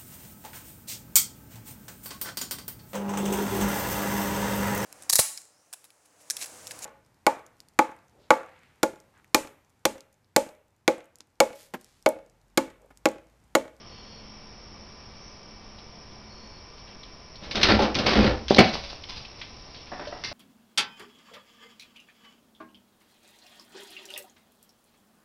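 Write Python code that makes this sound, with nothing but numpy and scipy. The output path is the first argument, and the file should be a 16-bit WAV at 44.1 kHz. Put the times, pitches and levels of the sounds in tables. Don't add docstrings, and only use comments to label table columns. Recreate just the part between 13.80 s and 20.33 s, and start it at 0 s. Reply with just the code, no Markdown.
import sys
import numpy as np
from scipy import signal
from scipy.fft import rfft, irfft
from scipy.io import wavfile

SR = 44100
rng = np.random.default_rng(int(sys.argv[2]) if len(sys.argv) > 2 else 0)


def dump_mix(stems):
    frames = np.atleast_2d(stems).T
    limited = np.clip(frames, -1, 1)
    pcm = np.round(limited * 32767).astype(np.int16)
    wavfile.write(sys.argv[1], SR, pcm)


N = 287928
T = np.arange(N) / SR
RING_T = T[:SR]


# frequency_hz, level_db
HISS_COLOUR = [(20, 8.5), (70, 7), (150, 1), (300, -2.5), (600, -4.5), (1100, -8), (1600, -14.5),
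               (2300, -13), (3200, -15.5), (4100, -18.5), (4800, -12.5), (5450, -3), (6000, -16.5),
               (7000, -21), (8000, -28), (9300, -8.5), (11000, -20)]
# centre_s, level_db, half_width_s (to 1/e), pitch_hz
HISS_SWELLS = [(.2, -58.5, 0.4, 3100), (1.467, -49.5, 0.1, 5620)]
# frequency_hz, level_db
HUM_TONES = [(1012, -64), (1185, -66.5), (1841, -72.5), (2309, -66.5), (2611, -80.5)]
# start_s, end_s
WHINES = [(.06, 0.45), (2.46, 2.82)]
FLICKER_HZ, FLICKER_WIDTH_HZ, FLICKER_DB = 5520, 150, -49
DRONE_HZ, DRONE_DB, DRONE_REST_DB = 213.3, -56, -68.5
DRONE_FADE_FROM_S, DRONE_FADE_S = 2.68, 0.069

# start_s, level_db, decay_s, pitch_hz
TICKS = [(1.472, -47, .003, 5200), (1.985, -41.5, 0.012, 3620), (2.312, -46, .008, 3500),
         (2.98, -44, 0.011, 3900), (3.233, -37, 0.0077, 3500), (3.556, -39, 0.009, 4540),
         (4.7466, -9.5, 0.0027, 3940), (5.237, -30.5, 0.0059, 3560), (5.45, -31, 0.0056, 3330),
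         (5.945, -38.5, 0.032, 3450), (6.273, -36, 0.018, 4200)]
# start_s, level_db, decay_s
SCUFFS = [(3.075, -45.5, 0.053), (5.614, -29, 0.018), (6.07, -42, 0.017), (6.195, -44, .04),
          (6.252, -39, .012)]
# start_s, level_db, decay_s
CLAWS = [(3.633, -37, 0.042), (3.711, -24, 0.018), (3.755, -19.5, 0.021), (3.813, -20, 0.03),
         (3.8305, -6.5, 0.011), (4.024, -22, .022), (4.145, -21, 0.0064), (4.152, -16.5, 0.0094),
         (4.187, -16.5, 0.012), (4.264, -17.5, 0.053), (4.447, -22, 0.0057), (4.682, -22, 0.015),
         (4.70, -23.5, 0.051), (4.764, -21.5, 0.018), (4.838, -24, 0.047), (4.891, -25, 0.0033)]
SCUFF_HZ, CLAW_HZ = 2420, 3360

# start_s, hold_s, claw_scratch_db, paw_drum_db, bin_heave_db
SHOVES = [(3.614, 0.13, -47, -38, -47), (3.747, 0.084, -31, -22.5, -36.5), (3.828, 0.048, -23.5, -32, -39),
          (3.884, 0.027, -20.5, -13, -27), (3.989, 0.049, -29.5, -17.5, -42),
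          (4.15, 0.089, -32.5, -21.5, -32.5), (4.259, 0.077, -23.5, -20, -38),
          (4.351, .13, -26, -17.5, -28)]
SHOVE_ATTACK_S, CLAW_RELEASE_S, PAW_RELEASE_S, HEAVE_RELEASE_S = 0.0043, 0.038, 0.054, 0.038
# frequency_hz, level_db
SCRATCH_COLOUR = [(150, -33), (500, 6.5), (900, 3.5), (1400, 9), (2300, 7.5), (3300, 4), (4600, 4),
                  (7000, -8.5)]
# frequency_hz, level_db
DRUM_COLOUR = [(60, -25), (150, -12.5), (230, 2), (450, 0.5), (800, -6), (1300, -13), (3000, -28.5)]
# frequency_hz, level_db
HEAVE_COLOUR = [(20, -4.5), (45, -10), (68, -4.5), (110, -5.5), (170, -7.5), (500, -41.5)]
# frequency_hz, level_db, t60_s
BIN_MODES = [(63.9, 8, 1), (83.5, -14, 0.3), (115, -26, 0.26), (208, 6.5, 0.12), (227.5, -1, 0.35),
             (281, -1, 0.19), (326.1, -2, 0.28), (412, -9.5, 0.19), (509.1, 4, 0.21), (542, 1.5, 0.09),
             (626, -15, .25), (782, -3, .35), (865, -10, 0.6), (1250, -11.5, .35)]
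PANEL_RING_DB = -19
# start_s, level_db
ROCKS = [(3.885, 1), (4.355, 6)]
# frequency_hz, level_db, t60_s
BOOM_MODES = [(57.55, 5, 0.9), (67.6, -0.5, 3.3)]
# start_s, level_db, decay_s, ring_db
LID = [(3.892, -37, 0.016, -17), (3.9905, -16, 0.0063, 1.5), (4.019, -14.5, 0.0061, 0),
       (4.266, -20, 0.0045, -10.5)]
# frequency_hz, level_db
LID_COLOUR = [(150, -33), (400, -6), (600, 5), (850, 1), (1200, -16), (3000, -19.5)]
# frequency_hz, level_db, t60_s
LID_MODES = [(221, -3, 0.82), (406, -6, 0.077), (556, -4, 0.34), (737, -4.5, 0.38), (858, 4, 0.28),
             (1206, -11, .35)]

# centre_s, level_db, pitch_hz (of the push)
THUDS = [(3.894, -20, 343), (3.922, -11, 290), (3.940, -15, 303), (4.2, -25, 332), (4.268, -13, 453),
         (4.37, -11, 251), (4.384, -9.5, 242), (4.409, -17, 300), (4.448, -9.5, 386), (4.483, -20, 300),
         (4.771, -9, 510)]
# centre_s, level_db, pitch_hz (of the push)
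CLOSE_THUMPS = [(4.7088, 1, 380), (4.714, -7, 638), (4.813, -3, 640), (4.955, -10.5, 1130),
                (5.131, -27, 705)]
THUD_RING_DB, CLOSE_THUMP_RING_DB = -12, -26
# start_s, level_db, decay_s, ring_db
CRASH = [(4.7838, -5.5, 0.006, -1), (4.7882, -4, 0.0092, -15), (4.7945, -28, 0.019, -9),
         (4.803, -16.5, 0.016, -26)]
# frequency_hz, level_db
CRASH_COLOUR = [(20, -34), (50, -5), (120, 2), (200, 8.5), (450, 7), (750, 4), (1100, -7.5), (2100, -1.5),
                (3200, -7), (4500, -7), (7000, -18.5)]
# frequency_hz, level_db, t60_s
CRASH_MODES = [(181.5, 15.5, 0.16), (217, -1, 0.73), (357, -14, 0.18), (450, 7, 0.18), (568, 2, 1),
               (682, -14, .35), (650, 2, 0.66), (955, -33, 0.21), (1240, -18, 0.13), (1650, -22, 0.4),
               (1900, -15, 0.25), (2220, 11.5, 0.028), (2112, -20, 0.28), (2124, 3.5, 0.098),
               (2620, -17, 0.21), (2640, -21, .3), (3530, -14, 0.23)]

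# start_s, level_db
BOUNDS = [(4.926, -33), (5.03, -40), (5.089, -42.5), (5.286, -38.5), (5.356, -42.5), (5.58, -53)]
# frequency_hz, level_db
RUSTLE_COLOUR = [(60, 12), (300, -1.5), (800, 0.5), (1400, -4.5), (2500, 1.5), (3500, 1.5), (5000, 5),
                 (7000, -4)]
BOUND_ATTACK_S, BOUND_HOLD_S, BOUND_RELEASE_S = 0.0077, 0.014, 0.017
STIR_FROM_S, STIR_DB = 4.2, -56.5

# start_s, level_db, decay_s, ring_db
KNOCKS = [(6.1173, -32, 0.017, -10), (6.133, -42, 0.014, -24), (6.1945, -31.5, .014, -6),
          (6.213, -41, 0.024, -12), (6.271, -34, 0.0044, 11), (6.3238, -31, 0.0098, -2),
          (6.362, -41, 0.0083, -24), (6.515, -38, 0.0099, 1)]
# frequency_hz, level_db
KNOCK_COLOUR = [(80, -14), (300, -0.5), (520, -2.5), (760, 5), (1200, -6), (1800, -6), (2800, -18),
                (6000, -28)]
# frequency_hz, level_db, t60_s
KNOCK_MODES = [(280, -7.5, 0.36), (591, 10.5, 0.11), (682, 2, .2), (816, -16, .2), (1100, -28, .15)]
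# start_s, level_db, decay_s, ring_db
CLINK = [(6.4372, -29.5, 0.008, 1), (6.445, -31, 0.017, -22)]
# frequency_hz, level_db
CLINK_COLOUR = [(200, -5), (1200, -8), (1900, -2), (3400, -4.5), (5000, 2.5), (7000, -5.5)]
# frequency_hz, level_db, t60_s
CLINK_MODES = [(1770, -9, .3), (2100, 13, 0.28), (2733, 9, 0.34), (4050, -15, .3), (4350, -9, .25),
               (5000, -9, .3), (5150, -7, .25)]

# delay_s, gain (linear, signed)
FENCE_ECHOES = [(.0052, 0.069), (.0068, -0.069), (0.0153, .24), (.021, 0.036)]
# frequency_hz, level_db
MICROPHONE = [(20, -3), (4800, -0.5), (5300, -2.5), (5800, -5.5), (6300, -11.5), (6900, -28.5),
              (8000, -25.5), (9400, -22.5), (10800, -42), (13000, -30), (16000, -60)]
TOP_HZ = 15700


def amp(db):
    return 10 ** (np.asarray(db) / 20)


def unit(x):
    return x / np.sqrt(np.mean(x ** 2))


def add(out, s, sound):
    i = int(s * SR)
    out[i:i + len(sound)] += sound[:N - i]


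def convolve(x, response):
    return signal.fftconvolve(x, response)[:len(x)]


def response(points, size=8192):
    hz, db = np.transpose(points)
    bins = np.maximum(np.arange(size // 2 + 1) * SR / size, 1)
    level_db = np.interp(np.log(bins), np.log(hz), db)
    cepstrum = irfft(np.log(amp(level_db)))
    cepstrum[1:size // 2] *= 2
    cepstrum[size // 2 + 1:] = 0
    return irfft(np.exp(rfft(cepstrum)))


def colour(x, points):
    shape = response(points)
    heard_shape = convolve(shape, response(MICROPHONE))
    return convolve(x, shape) / np.linalg.norm(heard_shape)


def resonate(x, hz, width_hz):
    b, a = signal.iirpeak(min(hz, SR / 3), hz / width_hz, fs=SR)
    return signal.lfilter(b, a, x)


def ring(modes):
    out = np.zeros(len(RING_T))
    for k, (hz, db, t60) in enumerate(modes):
        decay = np.exp(-np.log(1000) * RING_T / t60)
        gain = (-1) ** k * amp(db) / np.sqrt(t60)
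        out += gain * np.sin(2 * np.pi * hz * RING_T) * decay
    return out / np.linalg.norm(out)


def contacts(per_s, spread_db):
    size_db = spread_db * np.clip(rng.standard_normal(N), -2, 2)
    sizes = amp(size_db) * rng.choice([-1, 1], N)
    return unit(sizes * (rng.random(N) < per_s / SR))


def gesture(s, db, attack, hold, release):
    rise = np.clip((T - s) / attack, 0, 1)
    fall = np.exp(-np.maximum(T - s - attack - hold, 0) / release)
    return amp(db) * rise * fall


def tone(hz, width_hz):
    once = resonate(rng.standard_normal(N), hz, width_hz)
    return unit(resonate(once, hz, width_hz))


def steady(hz, waver=0.26):
    return np.sqrt(2) * np.sin(2 * np.pi * hz * T) + waver * tone(hz, width_hz=11.3)


def background():
    hiss = amp(-47.5) * colour(rng.standard_normal(N), HISS_COLOUR)
    lowpass = signal.butter(N=2, Wn=FLICKER_WIDTH_HZ, fs=SR, output="sos")
    flicker = unit(signal.sosfilt(lowpass, rng.standard_normal(N)))
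    hiss = hiss + amp(FLICKER_DB) * flicker * np.sin(2 * np.pi * FLICKER_HZ * T)
    for s, db, width_s, hz in HISS_SWELLS:
        swell = np.exp(-((T - s) / width_s) ** 2)
        hiss = hiss + amp(db) * swell * tone(hz, width_hz=830)
    hum = sum(amp(db) * steady(hz) for hz, db in HUM_TONES)
    fade_times = [DRONE_FADE_FROM_S, DRONE_FADE_FROM_S + DRONE_FADE_S]
    drone = amp(np.interp(T, fade_times, [DRONE_DB, DRONE_REST_DB])) * steady(DRONE_HZ)
    gate = sum(np.clip(np.minimum(T - start, end - T) / 0.052, 0, 1) for start, end in WHINES)
    whine = gate * (tone(hz=4396, width_hz=150) + amp(-3) * tone(hz=6630, width_hz=150))
    return hiss + hum + drone + amp(-56.5) * whine


def scrapes(rows, hz, width):
    envelope = np.zeros(N)
    for s, db, decay_s in rows:
        add(envelope, s, amp(db) * np.exp(-RING_T / decay_s))
    skids = envelope * contacts(per_s=16000, spread_db=2.5)
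    resonant = resonate(resonate(skids, hz, width * hz), hz, width * hz)
    return 2 / np.sqrt(width) * resonant


def scramble(uneven_db=2.0):
    claws, paws, weight = np.zeros(N), np.zeros(N), np.zeros(N)
    for s, hold, claw_db, paw_db, heave_db in SHOVES:
        claws += gesture(s, claw_db, SHOVE_ATTACK_S, hold, CLAW_RELEASE_S)
        paws += gesture(s, paw_db, SHOVE_ATTACK_S, hold, PAW_RELEASE_S)
        weight += gesture(s, heave_db, SHOVE_ATTACK_S, hold, HEAVE_RELEASE_S)
    grip = amp(uneven_db * tone(hz=33.9, width_hz=50))
    rasp = grip * contacts(per_s=2700, spread_db=3.0) * claws
    scratch = amp(-4.0) * colour(rasp, SCRATCH_COLOUR)
    drum = amp(-9) * colour(contacts(per_s=900, spread_db=1) * paws, DRUM_COLOUR)
    heave = colour(contacts(per_s=620, spread_db=2.5) * weight, HEAVE_COLOUR)
    panels = amp(PANEL_RING_DB) * convolve(drum, ring(BIN_MODES))
    return scratch + drum + heave + panels


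def boom():
    out, body = np.zeros(N), ring(BOOM_MODES)
    for s, db in ROCKS:
        add(out, s, amp(db) * body)
    return out


def struck(blows, spectrum, modes):
    envelope, kicks = np.zeros(N), np.zeros(N)
    for s, db, decay_s, ring_db in blows:
        onset = 1 - np.exp(-RING_T / 0.00057)
        fade = amp(db) * onset * np.exp(-RING_T / decay_s)
        add(envelope, s, fade)
        kicks[int(s * SR)] = amp(ring_db) * np.linalg.norm(fade)
    clatter = colour(envelope * contacts(per_s=14000, spread_db=0), spectrum)
    return clatter + convolve(kicks, ring(modes))


def thuds(rows, ring_db, pad_hz=1300):
    direct = np.zeros(N)
    lead = .005
    for s, db, hz in rows:
        angle = 2 * np.pi * hz * (RING_T - lead)
        push = angle * np.exp((1 - angle ** 2) / 2)
        add(direct, s - lead, amp(db) * push)
    blows = direct + amp(ring_db) * convolve(direct, ring(BIN_MODES))
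    cushion = signal.butter(N=2, Wn=pad_hz, fs=SR, output="sos")
    return signal.sosfiltfilt(cushion, blows)


def rustle():
    feet = sum(gesture(s, db, BOUND_ATTACK_S, BOUND_HOLD_S, BOUND_RELEASE_S) for s, db in BOUNDS)
    stir = amp(STIR_DB) * (T > STIR_FROM_S)
    return colour(contacts(per_s=2000, spread_db=5.5) * (feet + stir), RUSTLE_COLOUR)


def yard(x, wet_db, t60=0.31):
    decay = np.exp(-np.log(1000) * RING_T / t60)
    build_up = 1 - np.exp(-RING_T / 0.019)
    tail = rng.standard_normal(SR) * decay * build_up
    tone_balance = response([(100, 2.5), (400, -5.0), (1000, 0), (6000, -3.5)])
    tail = convolve(tail / np.linalg.norm(tail), tone_balance)
    echoes = amp(wet_db) * tail
    for delay, gain in FENCE_ECHOES:
        echoes[int(delay * SR)] += gain
    return x + convolve(x, echoes)


def scene():
    ticks = sum(scrapes([(s, db, decay_s)], hz, width=0.85) for s, db, decay_s, hz in TICKS)
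    scuffs = scrapes(SCUFFS, SCUFF_HZ, width=1.3)
    claws = scrapes(CLAWS, CLAW_HZ, width=1.6)
    lid = struck(LID, LID_COLOUR, LID_MODES)
    blows = thuds(THUDS, THUD_RING_DB) + thuds(CLOSE_THUMPS, CLOSE_THUMP_RING_DB)
    crash = struck(CRASH, CRASH_COLOUR, CRASH_MODES)
    near = ticks + scuffs + scramble() + claws + boom() + lid + blows + crash
    knocks = struck(KNOCKS, KNOCK_COLOUR, KNOCK_MODES)
    clink = struck(CLINK, CLINK_COLOUR, CLINK_MODES)
    far = amp(0.5) * rustle() + knocks + clink
    return (background() + yard(near, wet_db=-6.5) + yard(far, wet_db=-1))[None]


def record(dry):
    heard = convolve(dry[0], response(MICROPHONE))
    clipped = np.clip(heard, -.7, .7)
    dulled = convolve(clipped, response([(6200, 0), (7200, -6)]))
    cut_off = signal.ellip(8, .2, 70, TOP_HZ, fs=SR, output="sos")
    return signal.sosfilt(cut_off, dulled)[None]


dry = scene()
out = record(dry)
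dump_mix(out)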